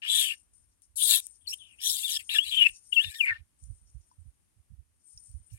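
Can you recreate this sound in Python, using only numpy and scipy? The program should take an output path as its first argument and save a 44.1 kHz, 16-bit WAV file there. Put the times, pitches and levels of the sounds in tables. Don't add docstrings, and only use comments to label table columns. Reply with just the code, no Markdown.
import sys
import numpy as np
from scipy import signal
from scipy.fft import rfft, irfft
from scipy.io import wavfile
from scipy.ndimage import uniform_filter1d, map_coordinates

SR = 44100
rng = np.random.default_rng(int(sys.argv[2]) if len(sys.argv) > 2 else 0)


def master(y):
    cut = np.clip(np.atleast_2d(y).T, -1, 1)
    pcm = np.round(cut * 32767)
    wavfile.write(sys.argv[1], SR, pcm.astype(np.int16))


N = 246078
TOP_HZ = 15900

CLEAR, HUSKY, STRAINED, TORN = .07, .33, .6, .85


def undb(db):
    return 10 ** (np.asarray(db) / 20)


def unit(x):
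    return x / np.sqrt(np.mean(np.abs(x) ** 2))


def butter(x, order, hz, kind="low"):
    return signal.sosfilt(signal.butter(order, hz, kind, fs=SR, output="sos"), x)


def wobble(hz):
    return unit(butter(rng.standard_normal(N), 4, hz))


def ring(x, hz, width_hz):
    return signal.lfilter(*signal.iirpeak(hz, hz / width_hz, fs=SR), x)


def steep_ring(x, hz, width_hz):
    return unit(ring(ring(x, hz, width_hz), hz, width_hz))


def drift(x, sway_s=.0005):
    delayed = np.arange(N) + sway_s * SR * wobble(14)
    return map_coordinates(x, [delayed], order=2, mode="mirror")


def body(x, modes):
    total = 0
    for k, (hz, width_hz, db) in enumerate(modes):
        mode = drift(steep_ring(x, hz, width_hz)) * undb(3.8 * wobble(12))
        total = total + (-1) ** k * undb(db) * mode
    return unit(total)


def colour(x, hz, gain):
    axis = np.log(np.arange(N // 2 + 1) * SR / N + 1)
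    return irfft(rfft(x) * np.interp(axis, np.log(hz), gain), N)


def open_between(start, end, fade_s):
    t = np.arange(N) / SR
    return np.clip(np.minimum(t - start, end - t) / fade_s + .5, 0, 1)


def play(tables, fade_s=.0015):
    gate = sum(open_between(rows[0][0], rows[-1][0], fade_s) for rows in tables)
    s, *columns = np.concatenate(tables).T
    t = np.arange(N) / SR
    return [np.minimum(gate, 1)] + [np.interp(t, s, column) for column in columns]


def swells(rows):
    t = np.arange(N) / SR
    total = 0
    for s, db, rise_s, fall_s in rows:
        total = total + undb(db - 10 * np.abs(t - s) / np.where(t < s, rise_s, fall_s))
    return total


def whine():
    return steep_ring(rng.standard_normal(N), 8960, 90)


def air():
    # (frequency [Hz], relative level [dB])
    hush_colour = [(18, -5), (30, -11), (90, -1.5), (439, -19), (2910, -22.5), (4170, -26), (7890, -22),
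                   (8970, -13.5), (13500, -39)]
    hz, db = np.transpose(hush_colour)
    hush = colour(rng.standard_normal((2, N)), hz, undb(db))
    port_db = [[3], [-1]]
    hush = unit(butter(hush, 2, 200, "high")) * undb(port_db)
    hush[0] += undb(-9) * whine()
    return undb(-77 + 1.5 * wobble(0.71)) * hush


def wind():
    # (time [s], peak level before the last filter [dB])
    buffets = [(2.463, -53), (2.59, -53), (2.704, -52.5), (3.061, -34.5), (3.31, -40.5), (3.398, -43),
               (3.63, -40.5), (3.678, -36.5), (3.71, -35), (3.826, -51), (3.959, -34), (4.194, -41.5),
               (4.26, -39), (4.576, -51.5), (4.717, -36.5), (4.787, -42), (5.15, -50.5), (5.296, -44),
               (5.348, -33), (5.402, -48), (5.527, -34.5)]
    t = np.arange(N) / SR
    size = np.array([undb(-75.5 + 5 * wobble(4)), undb(-72 + 5.6 * wobble(3.6))])
    from_s, to_s, small_db, spread_db = 1.85, 2.9, -59, 2
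    when, strength = rng.random((6, 2)).T
    small = zip(from_s + (to_s - from_s) * when, small_db + spread_db * (2 * strength - 1))
    for s, db in [*buffets, *small]:
        width_s = np.where(t < s, .012, .025)
        size[1] += undb(db) * np.exp(-((t - s) / width_s) ** 2)
    push = butter(ring(rng.standard_normal((2, N)), 62, 63), 2, 200)
    push = size * push / np.sqrt(uniform_filter1d(push ** 2, size=2500))
    return butter(push, 2, [42, 105], "band")


def folds(notes, shake_hz):
    # (multiple of the pitch, level at a 3 kHz pitch [dB])
    overtones = [(2, -23), (3, -36.5)]
    # (start [s], end [s], half-pitch lines re the note [dB])
    doubling = [(2.345, 2.385, -2), (3.04, 3.112, -10), (3.114, 3.15, 16), (3.152, 3.19, 3)]
    mouth_hz, mouth_width_hz, mouth_db = 2830, 320, 20

    gate, hz, db, rough = play([[(*point, strain) for point in note] for strain, note in notes])
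    doubled, half_db = play([[(start, over), (end, over)] for start, end, over in doubling], fade_s=0.0053)
    phase = np.cumsum(2 * np.pi * hz * (1 + (0.0073 + .03 * rough) * wobble(90)) / SR)

    unsteady = (wobble(shake_hz) + 1j * wobble(shake_hz)) / np.sqrt(2)
    swing = np.sqrt(1 - rough ** 2) + rough * unsteady
    swing = swing * undb(2.6 * rough * wobble(180))
    off_centre = 2 * (hz - mouth_hz) / mouth_width_hz
    mouth = np.sqrt(1 + undb(mouth_db) ** 2 / (1 + off_centre ** 2))
    tone = mouth * swing * np.exp(1j * phase)

    for k, over_db in overtones:
        strength = undb(over_db + 9 * np.log2(hz / 3000)).clip(0, .5) * (k * hz < TOP_HZ)
        tone = tone + strength * swing ** 2 * np.exp(1j * k * phase)
    halves = np.cos(phase / 2) + .4 * np.cos(3 * phase / 2)
    size = uniform_filter1d(gate * undb(db), size=60)
    return np.sqrt(2) * size * (tone.real + doubled * undb(half_db) * halves)


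def whistle():
    # (roughness [0-1], points of (time [s], pitch [Hz], effort ahead of the mouth [dB]))
    notes = [ (STRAINED, [(0.019, 2750, -60), (0.06, 2950, -52), (0.095, 3400, -33), (0.19, 3480, -30),
             (0.25, 3150, -40), (0.322, 2750, -50), (0.35, 2600, -85)]), (TORN, [(0.976, 3410, -53.5),
             (1.015, 3500, -36), (1.08, 3800, -36), (1.1, 3800, -27), (1.15, 3750, -28.5),
             (1.204, 3584, -47)]), (STRAINED, [(1.411, 3250, -80), (1.44, 3250, -88), (1.466, 3000, -68)]),
             (CLEAR, [(1.469, 4667, -49), (1.478, 4096, -31), (1.492, 4332, -49.5)]),
             (HUSKY, [(1.525, 2650, -56.5), (1.544, 3260, -41.5)]), (HUSKY, [(1.585, 3600, -66),
             (1.62, 3130, -58), (1.634, 3050, -68)]), (STRAINED, [(1.636, 3080, -66), (1.69, 2950, -76),
             (1.75, 2580, -78), (1.772, 2500, -90), (1.79, 2800, -70), (1.81, 3100, -62)]),
             (TORN, [(1.815, 3400, -53), (1.868, 3680, -34), (2.022, 3561, -48.5)]),
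             (CLEAR, [(2.028, 3350, -46), (2.052, 3680, -30), (2.062, 3520, -36), (2.076, 3350, -42)]),
             (TORN, [(2.078, 3350, -40.5), (2.128, 3618, -38), (2.174, 3221, -40.5)]),
             (TORN, [(2.19, 2970, -61), (2.209, 2516, -54), (2.222, 2400, -75)]),
             (STRAINED, [(2.293, 3100, -40), (2.305, 3800, -38), (2.345, 3900, -34)]),
             (HUSKY, [(2.347, 3700, -33), (2.362, 3370, -29.5), (2.384, 3510, -37.5)]),
             (CLEAR, [(2.385, 2857, -33), (2.391, 2890, -28.5), (2.4, 3050, -42), (2.418, 3280, -40),
             (2.444, 3450, -39.5)]), (STRAINED, [(2.45, 4130, -46), (2.484, 3800, -42), (2.494, 4100, -39),
             (2.512, 3650, -47)]), (STRAINED, [(2.513, 3250, -42), (2.535, 3150, -37), (2.557, 3100, -40)]),
             (HUSKY, [(2.56, 3142, -41), (2.578, 3114, -31), (2.607, 2930, -37), (2.616, 2860, -31),
             (2.629, 2830, -29), (2.634, 2821, -40), (2.642, 2800, -38)]), (HUSKY, [(2.644, 2542, -37),
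             (2.669, 2673, -28), (2.68, 2430, -53)]), (HUSKY, [(2.687, 3840, -50.5), (2.7, 2200, -58)]),
             (CLEAR, [(2.921, 3140, -60), (2.93, 2860, -33.5), (2.936, 2820, -47)]),
             (CLEAR, [(2.938, 3430, -39.5), (2.958, 3151, -48.5), (2.968, 2770, -35), (2.981, 2665, -29),
             (3.002, 2830, -37.5), (3.03, 3565, -41)]), (HUSKY, [(3.031, 3565, -41), (3.065, 3720, -44),
             (3.085, 3500, -48), (3.112, 4000, -52)]), (HUSKY, [(3.114, 3480, -68), (3.149, 3460, -68)]),
             (HUSKY, [(3.151, 3360, -56), (3.158, 3674, -46), (3.181, 3654, -58)]),
             (CLEAR, [(3.183, 3600, -54), (3.2, 3060, -48), (3.212, 2724, -29.5), (3.223, 2430, -43),
             (3.24, 2378, -30), (3.257, 1990, -40)]), (STRAINED, [(3.259, 2350, -38), (3.297, 2130, -29),
             (3.31, 1950, -31)]), (HUSKY, [(3.311, 1880, -32), (3.328, 1760, -33), (3.34, 1700, -54),
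             (3.362, 1796, -46), (3.374, 1880, -59)]), ]
    return folds(notes, shake_hz=470)


def pushes(fade_s=.0043):
    # (start [s], peak [s], end [s], peak hiss [dB], swell [dB], sag [dB],
    # treble tilt of the hiss at the peak [dB per octave], steady throat rasp [dB])
    screams = [(0.02, .18, .35, -22.5, 42, 26, -12, -62), (.958, 1.13, 1.203, -20, 17, 10, 3, -80),
               (1.208, 1.26, 1.31, -62, 3, 15, -5, -72), (1.469, 1.5, 1.525, -38, 12, 12, -3, -60),
               (1.525, 1.538, 1.544, -34.5, 15, 1, -3, -61), (1.798, 1.868, 2.03, -26, 30, 8, 0, -53),
               (2.03, 2.12, 2.178, -30, 6, 3, -2, -50), (2.178, 2.205, 2.235, -42, 8, 20, -4, -62),
               (2.293, 2.35, 2.42, -35, 6, 13, -1, -52), (2.42, 2.47, 2.7, -38, 10, 7, -10, -52),
               (2.921, 2.93, 3.14, -43, 7, 6, -3, -54), (3.14, 3.16, 3.41, -44, 2, 40, -1, -68),
               (5.5, 5.54, 5.58, -63, 17, 7, 3, -68)]
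    # (peak [s], peak level [dB], its lowest resonance [dB],
    # time to rise 10 dB [s], time to fall 10 dB [s])
    catches = [(.2, -35, -54, .3, .12), (1.13, -29.5, -43, .04, .035), (2.12, -52, -66, .3, .3),
               (2.345, -32, -58, .03, .024), (2.634, -36, -57, .03, .06), (3.047, -26, -58, .005, .005),
               (3.148, -34, -62, .009, .005), (3.29, -42, -51, .03, .05)]
    dull_per_db = .45
    t = np.arange(N) / SR
    hiss, tilt_db, rasp, low = 0, 0, 0, 0
    for start, peak, end, db, swell_db, sag_db, peak_tilt_db, rasp_db in screams:
        on = open_between(start, end, fade_s)
        rising_db = swell_db * ((peak - t) / (peak - start)) ** 2
        falling_db = sag_db * ((t - peak) / (end - peak)) ** 2
        arch_db = np.where(t < peak, rising_db, falling_db)
        hiss = hiss + on * undb(db - arch_db)
        rasp = rasp + on * undb(rasp_db)
        tilt_db = tilt_db + on * (peak_tilt_db - dull_per_db * arch_db)
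    for s, db, low_db, rise_s, fall_s in catches:
        start, end = next((row[0], row[2]) for row in screams if row[2] > s)
        catch = open_between(start, end, fade_s) * swells([(s, 0, rise_s, fall_s)])
        rasp = rasp + undb(db) * catch
        low = low + undb(low_db) * catch
    return hiss, tilt_db, rasp, low


def breath():
    # (centre [Hz], width [Hz], relative level [dB])
    throat = [(1200, 1500, 0), (1775, 140, -10.5), (2300, 300, -2), (2774, 220, 1), (3470, 1800, -6)]
    # (centre [Hz], width [Hz], relative level [dB])
    hiss_bands = [(4700, 1500, -13), (6070, 1000, -17.5), (8610, 3300, -3.5), (10500, 2900, -4),
                  (12300, 1500, -11.5), (15000, 2000, -15)]
    push, tilt_db, rasp, low = pushes()
    puffs = rng.standard_normal(N) * undb(2.6 * wobble(220))
    hiss = 0
    for hz, width_hz, db in hiss_bands:
        strand_hz = hz * (1 + .05 * wobble(14) + .012 * wobble(300))
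        strand = np.sin(np.cumsum(2 * np.pi * strand_hz / SR))
        band = steep_ring(puffs, hz, width_hz) + undb(-9 + 4 * wobble(20)) * strand
        treble_db = tilt_db * np.log2(hz / 8500).clip(0)
        hiss = hiss + undb(db + treble_db + 2.5 * wobble(16)) * band
    hiss = butter(hiss, 4, 3300, "high")
    return push * hiss + rasp * body(puffs, throat[1:]) + low * body(puffs, throat[:1])


def reeds():
    # (peak [s], level [dB], time to rise 10 dB [s], time to fall 10 dB [s])
    rustle = [(.35, -54, .01, .06), (.538, -58.5, .004, .11), (.826, -59, .004, .04),
              (1.211, -43.5, .004, .1), (1.546, -47.5, .004, .057), (1.79, -62, .12, .02),
              (2.227, -50, .004, .2), (2.702, -43, .004, .06), (2.919, -50.5, .05, .02),
              (3.6, -60, .015, .25), (4.07, -71, .15, .17), (5.05, -61, .02, .2), (5.178, -54, .08, .18),
              (5.537, -60.5, .05, .05)]
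    # (time [s], level ahead of the ring's envelope [dB], ring [Hz])
    ticks = [(0.82, -36, 9130), (1.268, -14.5, 8980), (3.639, -34.5, 7410), (4.113, -47, 985),
             (5.176, -29, 5550), (5.315, -35, 8990)]
    grains = rng.standard_normal(N) * undb(1.5 * wobble(60))
    fine = body(grains, [(6300, 2200, -3.5), (9020, 1000, 6), (10700, 600, -10.5)])
    out = swells(rustle) * (fine + .7 * whine())
    t = np.arange(900) / SR
    for s, db, hz in ticks:
        crack = ring(rng.standard_normal(len(t)), 10000, 7000) * np.exp(-t / .0005)
        envelope = np.exp(-t * hz / 5) * (1 - np.exp(-t * hz)) ** 2
        snap = .15 * crack * (hz / 6000) ** 2 + np.sin(2 * np.pi * hz * t) * envelope
        first = int(s * SR)
        out[first:first + len(t)] += undb(db) * snap
    return out


def second_voice():
    # (roughness [0-1], points of (time [s], pitch [Hz], effort ahead of the mouth [dB]))
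    second_notes = [ (HUSKY, [(0.958, 9680, -56.5), (0.971, 10660, -27), (1.005, 9400, -31.5)]),
                    (STRAINED, [(1.007, 9300, -30), (1.034, 9200, -17), (1.056, 8530, -21),
                    (1.076, 9030, -25.5), (1.1, 8790, -36.5)]), (CLEAR, [(1.49, 5610, -37.5),
                    (1.501, 5040, -39.5), (1.516, 5760, -38), (1.54, 5800, -48)]),
                    (STRAINED, [(1.801, 5200, -54), (1.85, 6100, -36), (1.88, 5950, -31),
                    (1.91, 4900, -33)]), (STRAINED, [(1.925, 5300, -40), (1.965, 7900, -34),
                    (1.972, 8000, -45)]), (STRAINED, [(2.1, 6760, -34.5), (2.14, 4800, -39.5),
                    (2.169, 5110, -35.5)]), (STRAINED, [(2.293, 2900, -50), (2.32, 2850, -55),
                    (2.355, 2700, -47), (2.38, 2750, -60)]), (STRAINED, [(2.44, 2650, -62),
                    (2.47, 2900, -56), (2.492, 3100, -52)]), (STRAINED, [(2.51, 2900, -56),
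                    (2.56, 2850, -52)]), (HUSKY, [(2.985, 1800, -58), (3.035, 1720, -54)]), ]
    return folds(second_notes, shake_hz=506)


def scatter(x, t60_s):
    t = np.arange(int(.5 * SR)) / SR
    tail = rng.standard_normal(len(t)) * 1000 ** (-t / t60_s)
    return signal.fftconvolve(x, tail / np.linalg.norm(tail))[:N]


def ports(near):
    # (frequency [Hz], level re near port [dB], share of power arriving directly [0-1])
    shadow = [(700, -3.5, 0.17), (2000, -4.5, 0.32), (2960, -15, .65), (5550, -1.5, 0.067),
              (8000, -20, .15), (15680, -19, .15)]
    hz, db, direct = np.transpose(shadow)
    far = -colour(np.roll(near, 1), hz, undb(db) * np.sqrt(direct))
    far += colour(scatter(near, t60_s=.045), hz, undb(db) * np.sqrt(1 - direct))
    banks = [scatter(near, t60_s=.2), colour(scatter(near, t60_s=.2), hz, undb(db))]
    return np.array([near, far]) + undb(-26.5) * np.array(banks)


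def scene():
    frog = whistle() + second_voice() + breath()
    near = butter(frog, 5, 850, "high") + reeds()
    return ports(near) + air() + wind()


def record(dry):
    return signal.sosfilt(signal.ellip(10, .2, 80, TOP_HZ, fs=SR, output="sos"), dry)


dry = scene()
out = record(dry)
master(out)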